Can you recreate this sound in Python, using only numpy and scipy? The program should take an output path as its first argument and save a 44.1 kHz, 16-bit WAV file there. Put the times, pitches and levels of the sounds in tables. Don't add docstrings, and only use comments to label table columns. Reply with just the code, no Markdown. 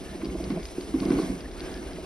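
import sys
import numpy as np
from scipy import signal
from scipy.fft import rfft, irfft
from scipy.io import wavfile
from scipy.ndimage import uniform_filter1d

SR = 44100
rng = np.random.default_rng(int(sys.argv[2]) if len(sys.argv) > 2 else 0)


def materialize(psi):
    bounded = np.clip(np.atleast_2d(psi).T, -1, 1)
    quanta = np.round(bounded * 32767).astype(np.int16)
    wavfile.write(sys.argv[1], SR, quanta)


N = 90404


def gain_of(db):
    return 10 ** (np.asarray(db) / 20)


def evened(x):
    return x / np.sqrt(np.mean(np.abs(x) ** 2) + 1e-20)


def read(points, hz):
    f, value = np.transpose(points)
    return np.interp(np.log(hz + 1), np.log(f + 1), value)


def add(mix, s, sound):
    part = mix[round(s * SR):][:len(sound)]
    part += sound[:len(part)]


def ports(total, difference):
    return np.array([total + difference, total - difference])


def sparse(per_s, spread_db):
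    sign = rng.choice([-1., 1.], N)
    size = gain_of(spread_db * np.minimum(rng.exponential(1, N), 4))
    return sign * size * (rng.random(N) < per_s / SR)


def ring(modes, spread=0.):
    t = np.arange(8192) / SR
    out = np.zeros(len(t))
    for hz, db, t60 in modes:
        fade = gain_of(db - 60 * t / max(t60, .001))
        detuned = hz * (1 + spread * rng.standard_normal())
        out += fade * np.sin(2 * np.pi * detuned * t)
    return out / abs(out).max()


def blow(hz, cycles, body):
    t = np.arange(0, max(cycles, .5) / hz, 1 / SR)
    push = np.sin(np.pi * t / t[-1]) * np.sin(2 * np.pi * hz * t)
    sound = signal.oaconvolve(push, body)
    return sound / abs(sound).max()


# (t/s, frame shaking level/dB, high hiss level/dB, low scrape level/dB)
TRAIL_ROUGHNESS = [(0, -45, -60, -47.5), (.18, -41.5, -61, -49.5), (.25, -33.5, -62.5, -50),
                   (.33, -35.5, -60, -52), (.45, -34.5, -60, -48.5), (0.52, -32.5, -61, -45),
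                   (.59, -34.5, -63.5, -48), (.65, -49, -58, -49), (.9, -40.5, -60, -48),
                   (1.0, -32, -58, -50), (1.119, -27, -56.5, -43), (1.24, -31, -54.5, -45),
                   (1.33, -33.5, -57, -49.5), (1.41, -41, -63.5, -48.5), (1.57, -45, -63.5, -49),
                   (1.64, -41.5, -59, -43.5), (1.8, -39, -60, -48), (2.05, -43, -62.5, -47.5)]


def trail(column):
    table = np.array(TRAIL_ROUGHNESS)
    return gain_of(np.interp(np.arange(N) / SR, table[:, 0], table[:, column]))


# (f/Hz, relative level/dB, time to fade by 60 dB: t60/s)
FRAME_MODES = [(198.8, 8, 0.067), (273, 6, 0.071), (321.4, 6, 0.077), (356, 5.5, 0.099), (433, 1.5, 0.02),
               (641, -7.5, 0.052), (1098, -14, 0.023), (1494, -21.5, 0.018), (2026, -22, 0.031),
               (2304, -32, 0.023)]
LUMPS_PER_S, LUMP_SPREAD_DB, LUMP_SPOTS = 1200, 2, 4


def shaking():
    total = np.zeros(N)
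    for _ in range(LUMP_SPOTS):
        lumps = sparse(LUMPS_PER_S / LUMP_SPOTS, LUMP_SPREAD_DB)
        total += signal.oaconvolve(lumps, ring(FRAME_MODES, 0.0083))[:N]
    return evened(total)


# (t/s, peak level/dB before the band filter, f/Hz of the blow, blow length/cycles)
FRAME_KNOCKS = [(0.013, -28.5, 314, 1.05), (0.148, -28.5, 339, 4.7), (0.23, -22, 294, 3.04),
                (0.252, -22.5, 340, 1.6), (0.314, -27, 265, 1.7), (0.349, -22.5, 366, 2.2),
                (0.405, -20, 303, 2.36), (0.496, -21.5, 258, 4.9), (0.519, -22.5, 215, 2.2),
                (0.533, -27, 228, 1.4), (0.56, -28.5, 163, 5.2), (0.781, -18, 362, 1.68),
                (0.937, -15.5, 284.6, 5.3), (0.956, -19.5, 308, 1.34), (1.007, -20.5, 307, 0.83),
                (1.018, -20, 278, 2.8), (1.054, -16.5, 317, 2.1), (1.084, -16.5, 245, 1.74),
                (1.103, -11, 280, 2.54), (1.128, -16, 260, 3.9), (1.15, -24, 267, 8.4),
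                (1.18, -15, 327, 4.6), (1.196, -11.5, 368, 2.24), (1.23, -20.5, 200, 1.6),
                (1.296, -20, 249, 3.1), (1.317, -30, 242, 3.4), (1.613, -27, 333, 3)]
# (t/s, peak level/dB before the band filter, f/Hz of the blow)
SHARP_RAPS = [(0.222, -37.5, 1440), (.353, -29, 710), (.4, -31, 700), (0.503, -37.5, 1160),
              (0.573, -25, 700), (1.031, -33, 1050), (.94, -38, 1110), (1.104, -29, 1420),
              (1.188, -29, 1120), (1.228, -33.5, 1130), (1.985, -30.5, 690)]
RAP_CYCLES = 2.47


def knocks():
    sound, body = np.zeros(N), ring(FRAME_MODES)
    bright_body = np.diff(body, n=2)
    for s, db, hz, cycles in FRAME_KNOCKS:
        add(sound, s, gain_of(db) * blow(hz, cycles, body))
    for s, db, hz in SHARP_RAPS:
        add(sound, s, gain_of(db) * blow(hz, RAP_CYCLES, bright_body))
    return sound


FRAME_LOW_HZ, LUMP_TOP_HZ = 142, 2760
FRAME_PAN_DB, FRAME_WIDE_DB = -1.5, -21.5


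def frame():
    band = signal.butter(2, [FRAME_LOW_HZ, LUMP_TOP_HZ], "band", fs=SR, output="sos")
    roughness = trail(column=1)
    near = signal.sosfilt(band, roughness * shaking() + knocks())
    wide = gain_of(FRAME_WIDE_DB) * signal.sosfilt(band, roughness * shaking())
    return near * gain_of([[FRAME_PAN_DB / 2], [-FRAME_PAN_DB / 2]]) + ports(0, wide)


GRIT_PER_S, GRIT_SPREAD_DB, CLUMP_DB, GRIT_TOP_HZ = 700, 4, 3.5, 3500
GRIT_DB, GRIT_WIDE_DB = -17, -1.5


def grit():
    clumps = gain_of(CLUMP_DB * evened(uniform_filter1d(rng.standard_normal(N), size=600)))

    def grains():
        clicks = clumps * sparse(GRIT_PER_S, GRIT_SPREAD_DB)
        upper_modes = np.diff(ring(FRAME_MODES[5:], 0.044))
        return trail(column=1) * evened(signal.oaconvolve(clicks, upper_modes)[:N])

    both = ports(grains(), gain_of(GRIT_WIDE_DB) * grains())
    soft = signal.butter(4, GRIT_TOP_HZ, fs=SR, output="sos")
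    return gain_of(GRIT_DB) * signal.sosfilt(soft, both)


# (f/Hz, relative level/dB per Hz)
SUM_SPECTRUM = [(100, -34), (340, -10), (520, -19), (680, -19), (1000, -29), (3000, -29), (5300, -23),
                (6400, -28), (6900, -41), (7100, -104), (7700, -42), (8200, -31.5), (8700, -28),
                (10400, -26), (12000, -33), (12500, -88)]
DIFFERENCE_SPECTRUM = [(100, -15), (300, -18.5), (1090, -21.5), (1800, -36.5), (2700, -21), (5230, -22),
                       (7800, -13), (9500, -22.5), (9900, -79), (11400, -66), (11900, -25.5), (14000, -29),
                       (15200, -51)]
# (f/Hz, share from 0 to 1)
PORT_LINK = [(100, 0.41), (1000, 0.66), (2500, 0.6), (5000, 0.99), (15000, 0.98)]
DIFFERENCE_DB, HISS_DB = -8.5, 9.5
PATCHY_DB, FLICKER_DB, SCRAPE_TOP_HZ = 1.3, 1.0, 2770


def hiss():
    step, size = 128, 512
    frames, hz = N // step + 5, np.fft.rfftfreq(size, 1 / SR)
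    a, b, c, d, patches = rng.standard_normal((frames, len(hz), 5)).T
    common, separate = a + 1j * b, c + 1j * d
    linked = np.clip(read(PORT_LINK, hz), 0, 1)[:, None]
    apart = 1j * linked * common + np.sqrt(1 - linked ** 2) * separate
    total = common * gain_of(read(SUM_SPECTRUM, hz))[:, None]
    difference = apart * gain_of(read(DIFFERENCE_SPECTRUM, hz) + DIFFERENCE_DB)[:, None]
    z = np.array([total, difference])
    loudness = np.sqrt(np.sum(abs(total[hz > 1500]) ** 2))

    patches = uniform_filter1d(patches, size=8, axis=0)
    patches = evened(uniform_filter1d(patches, size=14, axis=1))
    flicker = evened(uniform_filter1d(rng.standard_normal(frames), size=8))
    z = z * gain_of(PATCHY_DB * patches + FLICKER_DB * flicker) / loudness

    low = 1 / (1 + (hz[:, None] / SCRAPE_TOP_HZ) ** 4)
    at = np.clip(np.arange(frames) * step, 0, N - 1)
    z = z * (low * trail(column=3)[at] + (1 - low) * trail(column=2)[at]) * gain_of(HISS_DB)
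    waves = signal.istft(z, nperseg=size, noverlap=size - step)[1][:, :N]
    return ports(*waves * np.sqrt(frames))


# (t/s, level/dB before ringing and filtering)
TICK_HITS = [(0.247, -29), (0.2558, -29.5), (0.4408, -26.5), (0.5036, -31.5), (0.6, -40), (0.631, -31),
             (0.6545, -23.5), (.6875, -34), (0.81, -28.5), (1.0025, -24), (1.053, -26.5), (1.1037, -30),
             (1.2165, -31), (1.407, -28.5), (1.5147, -36), (1.5962, -31), (1.6059, -24), (1.717, -35),
             (1.7417, -28), (1.7749, -32), (1.933, -32)]
# (f/Hz, relative level/dB, time to fade by 60 dB: t60/s)
FITTING_MODES = [(1290, -14, 0.002), (2380, 7, 0.0039), (3500, 23.5, 0.0017), (4670, 25.5, 0.0052),
                 (5560, -13, 0.006)]
RATTLE_S, RATTLE_DB, TICK_SPREAD = .012, -11, .04
REBOUND_S, REBOUND_DB = .0023, -7
TICK_TOP_HZ, TICK_PAN_DB, TICK_LEAD_S = 6200, 3.5, .00003


def ticks():
    sound = np.zeros(N)
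    for at, db in TICK_HITS:
        hits, s = np.zeros(1024), RATTLE_S * .3
        add(hits, s, np.array([gain_of(db)]))
        for when, size in rng.random((4, 2)):
            add(hits, s + RATTLE_S * (when - .3), gain_of([db + RATTLE_DB]) * (2 * size - 1))
        add(hits, s + REBOUND_S, -np.array([gain_of(db + REBOUND_DB)]))
        add(sound, at - s, signal.oaconvolve(hits, ring(FITTING_MODES, TICK_SPREAD)[:1024]))
    sound = signal.sosfilt(signal.butter(10, TICK_TOP_HZ, fs=SR, output="sos"), sound)
    late = np.interp(np.arange(N) - TICK_LEAD_S * SR, np.arange(N), sound)
    return np.array([late, sound]) * gain_of([[TICK_PAN_DB / 2], [-TICK_PAN_DB / 2]])


# (start t/s, length t/s, level/dB before the swell, starting f/Hz)
RUNNER_SQUEAKS = [(.01, 0.18, -58, 1720), (1.436, 0.031, -48.5, 1727), (1.605, 0.1, -53.5, 1565),
                  (1.694, 0.12, -53, 1654), (1.869, 0.057, -53.5, 1590)]
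SQUEAK_WIDTH_HZ, SQUEAK_RISE_HZ = 135, 70


def squeaks():
    out = np.zeros(N)
    r = np.exp(-np.pi * SQUEAK_WIDTH_HZ / SR)
    for start, length, db, hz in RUNNER_SQUEAKS:
        t = np.arange(0, length, 1 / SR)
        noise = rng.standard_normal(8192) + 1j * rng.standard_normal(8192)
        slow = signal.lfilter([1], [1, -2 * r, r * r], noise)[-len(t):]
        cycles = np.cumsum(hz + SQUEAK_RISE_HZ * t / length) / SR
        tone = evened((slow * np.exp(2j * np.pi * cycles)).real)
        swell = np.sqrt(np.sin(np.pi * t / length))
        add(out, start, gain_of(db) * swell * tone)
    return out


# (f/Hz, relative level/dB per Hz)
WIND_SPECTRUM = [(15, -12), (28, -7.5), (58, -8), (85, -12), (130, -32), (300, -50), (900, -110)]
# (t/s, peak level/dB)
WIND_BUFFETS = [(.075, -36), (0.265, -31.5), (0.353, -32), (.415, -34.5), (.616, -34.5), (.817, -39),
                (0.932, -35), (1.06, -34), (1.139, -31), (1.275, -31), (1.425, -32), (1.499, -35.5),
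                (1.615, -36), (1.723, -34.5), (1.845, -30.5)]
BUFFET_HZ, BUFFET_S = 54.6, 0.057
WIND_DB, GUST_DB, WIND_APART_DB = -44.5, 1.5, -10


def wind():
    hz = np.fft.rfftfreq(N, 1 / SR)
    noise = irfft(rfft(rng.standard_normal((2, N))) * gain_of(read(WIND_SPECTRUM, hz)), N)
    slow = (hz < 9) * (hz > 0)
    gusts = evened(irfft(rfft(rng.standard_normal(N)) * slow, N))
    rumble = gain_of(WIND_DB) * evened(noise * gain_of(GUST_DB * gusts))
    t = np.arange(0, BUFFET_S, 1 / SR)
    for s, db in WIND_BUFFETS:
        wave = np.sin(2 * np.pi * (BUFFET_HZ * t + rng.random()))
        add(rumble[0], s, gain_of(db) * np.sin(np.pi * t / BUFFET_S) * wave)
    return ports(rumble[0], gain_of(WIND_APART_DB) * rumble[1])


def scene():
    return frame() + grit() + hiss() + ticks() + squeaks() + wind()


LOW_CUT_HZ, EDGE_HZ = 28, 15600


def record(dry):
    cut = signal.sosfilt(signal.butter(2, LOW_CUT_HZ, "high", fs=SR, output="sos"), dry)
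    band_limit = signal.firwin(511, EDGE_HZ, window=("kaiser", 9), fs=SR)
    return signal.oaconvolve(cut, band_limit[None], "same")


dry = scene()
out = record(dry)
materialize(out)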